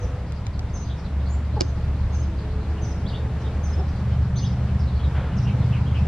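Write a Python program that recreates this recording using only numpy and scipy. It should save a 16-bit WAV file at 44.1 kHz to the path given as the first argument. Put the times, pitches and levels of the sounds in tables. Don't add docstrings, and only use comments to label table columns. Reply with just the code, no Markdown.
import sys
import numpy as np
from scipy import signal
from scipy.fft import rfft, irfft, next_fast_len
from scipy.io import wavfile
from scipy.ndimage import uniform_filter1d, map_coordinates

SR = 44100
rng = np.random.default_rng(int(sys.argv[2]) if len(sys.argv) > 2 else 0)


def unload_audio(sound):
    columns = np.transpose(np.atleast_2d(sound))
    steps = np.round(np.clip(columns, -1, 1) * 32767)
    wavfile.write(sys.argv[1], SR, steps.astype(np.int16))


N = 267775

ECHO_DB = {"high": 0, "pip": -3, "chirrup": 1, "low": 2, "call": 2.5}
TREMBLE = {"high": .018, "pip": .01, "chirrup": .035, "low": .045, "call": .09, "cluck": .13, "flock": .1}
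PURE = [(1, 0)]


def amp(db):
    return 10 ** (np.asarray(db) / 20)


def unit(x):
    return x / np.sqrt(np.mean(x ** 2) + 1e-20)


def along(points, hz):
    point_hz, values = np.transpose(points)
    return np.interp(np.log(hz + 1), np.log(point_hz + 1), values)


def curves(rows):
    times, *columns = np.transpose(rows)
    return [np.interp(np.arange(N) / SR, times, column) for column in columns]


def wobble(rate):
    return map_coordinates(rng.standard_normal(int(N * rate / SR) + 4), [np.arange(N) * rate / SR])


def phase_of(hz):
    return 2 * np.pi * np.cumsum(hz) / SR


def filtered(x, response):
    size = next_fast_len(N + SR // 2)
    return irfft(rfft(x, size) * response(np.fft.rfftfreq(size, 1 / SR)), size)[..., :N]


def add(track, start, sound):
    part = track[..., max(round(start * SR), 0):][..., :sound.shape[-1]]
    part += sound[..., :part.shape[-1]]


def stereo_noise(spectrum):
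    # frequency in Hz, side against mid in dB.
    width = [(60, -55), (100, -58), (180, -43.5), (300, -13), (510, -17.5), (880, -15.5), (1500, -11.5),
             (2560, -7), (4370, -3), (7470, 2.5)]

    def mid_side_gains(hz):
        angle = np.arctan(amp(along(width, hz)))
        return amp(along(spectrum, hz)) * [np.cos(angle), np.sin(angle)]

    mid, side = filtered(rng.standard_normal((2, N)), mid_side_gains)
    return unit(np.array([mid + side, mid - side]))


def in_yard(sound, wet_db, side_db=-1, wall_s=.015, wall_db=-8):
    # frequency in Hz, seconds the tail takes to fall 60 dB.
    reverb_times = [(300, 0.22), (3000, 0.36), (6000, 0.42), (10000, 0.17)]
    hz, t, noise = signal.stft(rng.standard_normal((2, SR // 3)), SR, nperseg=256)
    lingering = amp(-60 * t / along(reverb_times, hz)[:, None])
    early = amp(-3.5 - 60 * t / 0.12)
    mid, side = signal.istft(noise * (lingering + early), SR, nperseg=256)[1]
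    tail = np.array([mid + amp(side_db) * side, mid - amp(side_db) * side])
    tail[:, round(wall_s * SR)] += amp(wall_db) * np.linalg.norm(tail[0])
    tail *= amp(wet_db) / np.linalg.norm(tail[0])
    tail[0, 0] += 1
    tail[1, 1] += 1
    return signal.fftconvolve(sound[None], tail / np.linalg.norm(tail[0]), axes=1)


def note(length, pitches, harmonics, waver, bend):
    progress = np.linspace(0, 1, max(round(length * SR), 16))
    hz = uniform_filter1d(np.interp(progress, [0, bend, 1], pitches), size=200)
    tremble = map_coordinates(rng.standard_normal(32), [progress * 31])
    phase = phase_of(hz * (1 + waver * tremble))
    voice = sum(amp(db) * np.sin(round(k) * phase) for k, db in harmonics)
    return unit(voice) * np.sin(np.pi * progress)


def calls(notes, harmonics, waver, bend, wet_db, side_db):
    out = np.zeros((2, N))
    loudest = max(row[-1] for row in notes)
    for start, length, *pitches, db in notes:
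        far_db = .5 * (loudest - db)
        sound = amp(db) * note(length, pitches, harmonics, waver * amp(far_db), bend)
        add(out, start, in_yard(sound, wet_db + far_db, side_db))
    return out


def engine(deep_order=7, main_order=8, roar_rise_db_per_s=1.21):
    # time in seconds, working cycles a second.
    speed = [(0, 8.75), (1.2, 8.84), (4, 9.39), (6.07, 9.52)]
    # time in seconds, then the levels of the deep, main and upper tones in dB.
    swells = [(0.0, -44, -35, -30), (0.5, -40, -24.5, -33), (0.75, -44, -33.5, -36.5), (0.9, -45, -21, -30),
              (1.03, -41, -35, -41), (1.13, -36.5, -21, -35.5), (1.8, -36.5, -21.5, -28.5),
              (2.3, -39, -23, -30.5), (2.55, -32, -25, -42), (2.75, -36.5, -24, -36),
              (3.45, -30.5, -26.5, -30.5), (3.8, -37, -18.5, -35.5), (4.0, -38, -25.5, -24.5),
              (4.2, -34, -18.5, -23), (4.38, -39, -27, -25.5), (4.65, -24.5, -22, -22.5),
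              (5.12, -22, -20.5, -28.5), (5.3, -34, -26.5, -29), (5.5, -30, -26, -20.5),
              (5.75, -42, -24.5, -18.5), (6.07, -27.5, -14.5, -25.5)]
    # multiple of the cycle rate, level within the upper tones in dB.
    upper_orders = [(10, -9.5), (11, -7), (13, 0), (15, -15.5), (16, -13.5), (20, -20), (21, -17.5)]
    # frequency in Hz, relative noise density in dB.
    roar_spectrum = [(40, -13.5), (64, -5.5), (85, -4), (102, 1), (135, -2.5), (195, -2.5), (230, -13),
                     (275, -15), (330, -26.5), (600, -76.5), (2000, -120)]
    phase = phase_of(curves(speed)[0] * (1 + 0.0038 * wobble(5)))

    def tones(orders):
        return sum(amp(db + 0.94 * wobble(10)) * np.sin(round(k) * phase + 2 * np.pi * rng.random())
                   for k, db in orders)

    deep_db, main_db, upper_db = curves(swells)
    drone = tones([(deep_order, deep_db), (main_order, main_db)]) + amp(upper_db) * tones(upper_orders)
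    roar_db = -35 + roar_rise_db_per_s * np.arange(N) / SR + 0.56 * wobble(3.81)
    return drone + amp(roar_db) * stereo_noise(roar_spectrum)


def open_air(hum_hz=275.2, hum_db=-49):
    # frequency in Hz, relative noise density in dB.
    hush_spectrum = [(100, -24), (250, 0.5), (450, 2), (850, -2), (1400, -7), (2200, -12.5), (4000, -21),
                     (5500, -24.5), (7000, -28), (8500, -32), (11000, -39), (15000, -51)]
    rumble_spectrum = [(12, -21), (26, -13.5), (38, 0.5), (50, -8.5), (65, -2), (100, -6), (130, -12.5),
                       (250, -59), (1000, -120)]
    # time in seconds, base level in dB.
    hush_levels = [(0.0, -43.5), (0.39, -45), (3.8, -42.5), (4.45, -43.5), (5.38, -41.5), (6.07, -42)]
    rumble_levels = [(0, -33), (2.2, -31.5), (3.6, -33.5), (4.4, -32.5), (6.07, -34)]
    # start and length in seconds, pitch in Hz, level in dB.
    far_tones = [(0, .07, 490, -39), (.08, .2, 495, -47), (1.05, .6, 229, -44), (2.05, .5, 327, -45),
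                 (2.6, .4, 326, -46), (2.33, .36, 431, -43.5), (2.62, .45, 433, -47),
                 (2.98, .7, 438, -46.5)]
    hush_db = curves(hush_levels)[0] + 2.5 + 0.5 * wobble(7)
    hush = amp(hush_db) * stereo_noise(hush_spectrum) * amp([[.4], [-.4]])
    rumble = amp(curves(rumble_levels)[0] + 1.4 * wobble(3.7)) * stereo_noise(rumble_spectrum)
    hum = amp(hum_db + 2.2 * wobble(6)) * np.sin(phase_of(hum_hz * (1 + 0.027 * wobble(20))))
    out = hush + rumble + hum
    for start, length, hz, db in far_tones:
        add(out, start, amp(db) * note(length, [hz] * 3, PURE, waver=.006, bend=.5))
    return out


def high_bird(note_s=.047, step_s=.05, pip_s=.028, pip_hz=(5170, 5180, 5260)):
    # start in seconds, pitch in Hz, relative levels of the first and second note in dB.
    pairs = [(0, 6280, -51, -64), (.732, 6320, -44, -44.5), (1.61, 6340, -55, -57), (2.121, 6400, -47, -49),
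             (2.813, 6260, -45, -46), (3.629, 6240, -44.5, -54.5), (4.354, 6250, -43.2, -45.5)]
    droop = [1.01, .975, .955]
    # start in seconds, relative level in dB.
    closing_pips = [(2.218, -56), (2.908, -48.5), (3.722, -47), (4.457, -46.5)]
    notes = [(1.28, .079, 6500, 7220, 7260, -50)]
    for start, hz, first_db, second_db in pairs:
        held = hz * np.array(droop)
        flick = hz * np.array([.92, .83, .75])
        notes += [(start, note_s, *held, first_db),
                  (start + step_s, note_s, *held, second_db),
                  (start + .028, .024, *flick, first_db - 6)]
    pips = []
    for start, db in closing_pips:
        pips += [(start, pip_s, *pip_hz, db), (start + .06, pip_s, *pip_hz, db - 8.5)]
    whistling = calls(notes, PURE, TREMBLE["high"], bend=.59, wet_db=ECHO_DB["high"], side_db=-.5)
    pipping = calls(pips, PURE, TREMBLE["pip"], bend=.4, wet_db=ECHO_DB["pip"], side_db=0)
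    return amp(-0.3) * whistling + pipping


def far_flock(count=120):
    twitter = np.zeros(N)
    for when, pitch, size in rng.random((count, 3)):
        sweep = (3100 + 1700 * pitch) * np.array([.9, 1.1, .8])
        chirp = note(0.056, sweep, PURE, TREMBLE["flock"], bend=0.63)
        add(twitter, when * N / SR, amp(-62 + 4 * size) * chirp)
    return in_yard(twitter, wet_db=13.5)[:, :N]


def thud(start=0.0337, length=0.043, hz=65, db=-20):
    out = np.zeros(N)
    add(out, start, amp(db) * note(length, [hz] * 3, PURE, waver=0.3, bend=.5))
    return out


def camera_clicks():
    # start in seconds, relative ring, knock and crack levels in dB, crack cutoff in Hz.
    clicks = [(0.3217, -42, -56.5, -38.5, 7950), (0.467, -35, -57, -31, 4970), (0.593, -35, -50, -29, 3620),
              (1.6054, -23.5, -50, -45, 7000), (1.6086, -5, -19, -28.5, 6980),
              (1.6175, -15.5, -28.5, -40, 6960)]
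    # frequency in Hz, relative level in dB, seconds to fall 60 dB.
    shell_modes = [(2370, -24.5, 0.017), (2840, -29, 0.033), (3600, -28.5, 0.02), (4930, -2.5, 0.0035),
                   (5340, -7.5, 0.0026), (6360, -13, 0.0046), (7950, -28, 0.0054)]
    body_modes = [(250, -7, 0.087), (341, 1, 0.038), (496, -7.5, 0.019), (850, -30, .03),
                  (1180, -17.5, 0.033)]
    rocking_modes = [(378, 0, 0.12), (610, 1.5, 0.028), (1000, -0.5, 0.019), (1400, -12, 0.013),
                     (2340, -8, .01)]
    out, t = np.zeros((2, N)), np.arange(SR // 6) / SR

    def ringing(modes, wave):
        return sum(amp(db - 60 * t / t60) * wave(2 * np.pi * hz * t) for hz, db, t60 in modes)

    def burst(db, t60, cutoff_hz):
        noise = signal.lfilter(*signal.butter(2, cutoff_hz, fs=SR), rng.standard_normal(len(t)))
        return amp(db - 60 * t / t60) * noise

    contact = 1 - np.exp(-(t / 0.00024) ** 2)
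    for start, ring_db, knock_db, crack_db, crack_hz in clicks:
        crack = burst(crack_db, t60=.012, cutoff_hz=crack_hz)
        rattle = burst(crack_db + 4, t60=.02, cutoff_hz=5000)
        ring = amp(ring_db + 6) * ringing(shell_modes, np.sin)
        knock = amp(knock_db) * ringing(body_modes, np.sin)
        rocking = amp(knock_db + 3.5) * ringing(rocking_modes, np.cos)
        add(out, start, in_yard(contact * (ring + crack + knock), wet_db=-20.5))
        add(out, start, contact * (rocking + rattle) * [[1], [-1]])
    return out


def sparrows(chip_s=.03):
    # start and length in seconds, nominal pitch in Hz, relative level in dB.
    chirps = [(0.892, 0.034, 3940, -45.5), (1.19, 0.029, 3870, -54), (1.253, 0.041, 4870, -53),
              (2.755, 0.038, 3200, -52), (3.433, 0.042, 3970, -48), (3.869, 0.042, 5890, -55.5),
              (4.117, 0.014, 3400, -48.5), (4.44, 0.039, 5580, -50), (4.493, 0.031, 5600, -57),
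              (4.863, 0.039, 4480, -51.5), (4.668, 0.04, 3090, -51.5), (4.94, 0.049, 4840, -52),
              (4.99, 0.022, 3560, -47.5), (5.31, 0.028, 3140, -49.5), (5.855, 0.039, 3490, -46)]
    # start in seconds, top pitch in Hz, relative level in dB.
    chips = [(.525, 5100, -54), (.975, 5900, -53.5), (1.04, 4530, -52.5), (2.369, 5250, -52.5),
             (3.395, 6320, -58.5), (3.94, 4900, -53.5), (4.786, 6030, -52), (4.815, 5220, -56),
             (5.029, 4300, -47.5), (5.364, 6460, -47), (5.418, 6560, -51), (5.57, 4700, -56),
             (5.605, 4020, -51)]
    arch, slur = np.array([.8, .97, .74]), np.array([1, .85, .72])
    notes = [(start, length, *hz * arch, db) for start, length, hz, db in chirps]
    notes += [(start, chip_s, *hz * slur, db) for start, hz, db in chips]
    harmonics = [(1, 5), (2, -31)]
    return amp(1) * calls(notes, harmonics, TREMBLE["low"], bend=.56, wet_db=ECHO_DB["low"], side_db=-6.5)


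def rooster(grunt_lead_s=.028, grunt_s=.019, grunt_hz=(297, 304, 335)):
    # start and length in seconds, pitch in Hz, glide as a share of it, relative level in dB.
    clucks = [(1.561, 0.03, 432, -0.18, -30.5), (3.787, 0.0305, 385, 0.087, -30)]
    # harmonic number, relative level in dB.
    throat = [(1, 1), (2, 1.5), (3, -14.5), (4, -26.5)]
    notes = []
    for start, length, hz, glide, db in clucks:
        notes += [(start - grunt_lead_s, grunt_s, *grunt_hz, db - 3),
                  (start, length, hz * (1 - glide), hz, hz * (1 + glide), db)]
    return amp(0.5) * calls(notes, throat, TREMBLE["cluck"], bend=0.47, wet_db=0, side_db=-12.5)


def focus_motor(start=1.74, step_s=.037, scatter_s=.008, tick_hz=3600, db=-44, spread_db=4, count=24):
    out, swell = np.zeros(N), np.hanning(SR // 900)
    t = np.arange(len(swell)) / SR
    for k, (late, size, detune) in enumerate(rng.standard_normal((count, 3))):
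        tick = swell * np.sin(2 * np.pi * tick_hz * (1 + .08 * detune) * t)
        add(out, start + k * step_s + scatter_s * late, amp(db + spread_db * size) * tick)
    return out * np.array([[1], [-1]])


def near_sparrows():
    # start in seconds, top pitch in Hz, level in dB.
    chirrups = [(3.05, 4910, -41.5), (4.348, 4970, -41.5)]
    # seconds into the chirrup, share of the top pitch, gain from 0 to 1.
    contour = [(0, .55, 0), (.017, .75, .7), (.039, 1, .9), (.05, .73, .9), (.06, .6, 0), (.072, .58, .1),
               (.088, .6, .8), (.106, .76, 1), (.12, .57, 0)]
    out = np.zeros((2, N))
    when, share, gain = np.transpose(contour)
    t = np.arange(round(when[-1] * SR)) / SR
    for start, top_hz, db in chirrups:
        hz = top_hz * np.interp(t, when, share) * (1 + TREMBLE["chirrup"] * wobble(500)[:len(t)])
        whistle = amp(db) * np.interp(t, when, gain) * unit(np.sin(phase_of(hz)))
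        add(out, start, in_yard(whistle, ECHO_DB["chirrup"], side_db=-10.5))
    return out


def scuff(start=5.138, rise_s=0.03, fade_s=0.15, db=-34.5):
    # frequency in Hz, relative noise density in dB.
    spectrum = [(150, -4), (450, 15), (1050, 10.5), (1500, 14), (2200, 4.5), (3500, -0.5), (5000, -13.5),
                (9000, -45)]
    t = np.maximum(np.arange(N) / SR - start, 0)
    envelope = np.minimum(t / rise_s, 1) * np.exp(-t / fade_s)
    return amp(db) * envelope * unit(stereo_noise(spectrum).mean(axis=0))


def low_bird(call_s=.066, call_hz=(2450, 2900, 2100)):
    # start in seconds, relative level in dB.
    repeats = [(5.448, -45.5), (5.712, -44), (5.933, -43)]
    notes = [(start, call_s, *call_hz, db) for start, db in repeats]
    return amp(2.5) * calls(notes, PURE, TREMBLE["call"], bend=.363, wet_db=ECHO_DB["call"], side_db=-5)


def scene():
    birds = high_bird() + near_sparrows() + sparrows() + low_bird() + far_flock() + rooster()
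    return engine() + open_air() + birds + camera_clicks() + focus_motor() + scuff() + thud()


def record(dry):
    return filtered(dry, lambda hz: hz < 15100)


dry = scene()
out = record(dry)
unload_audio(out)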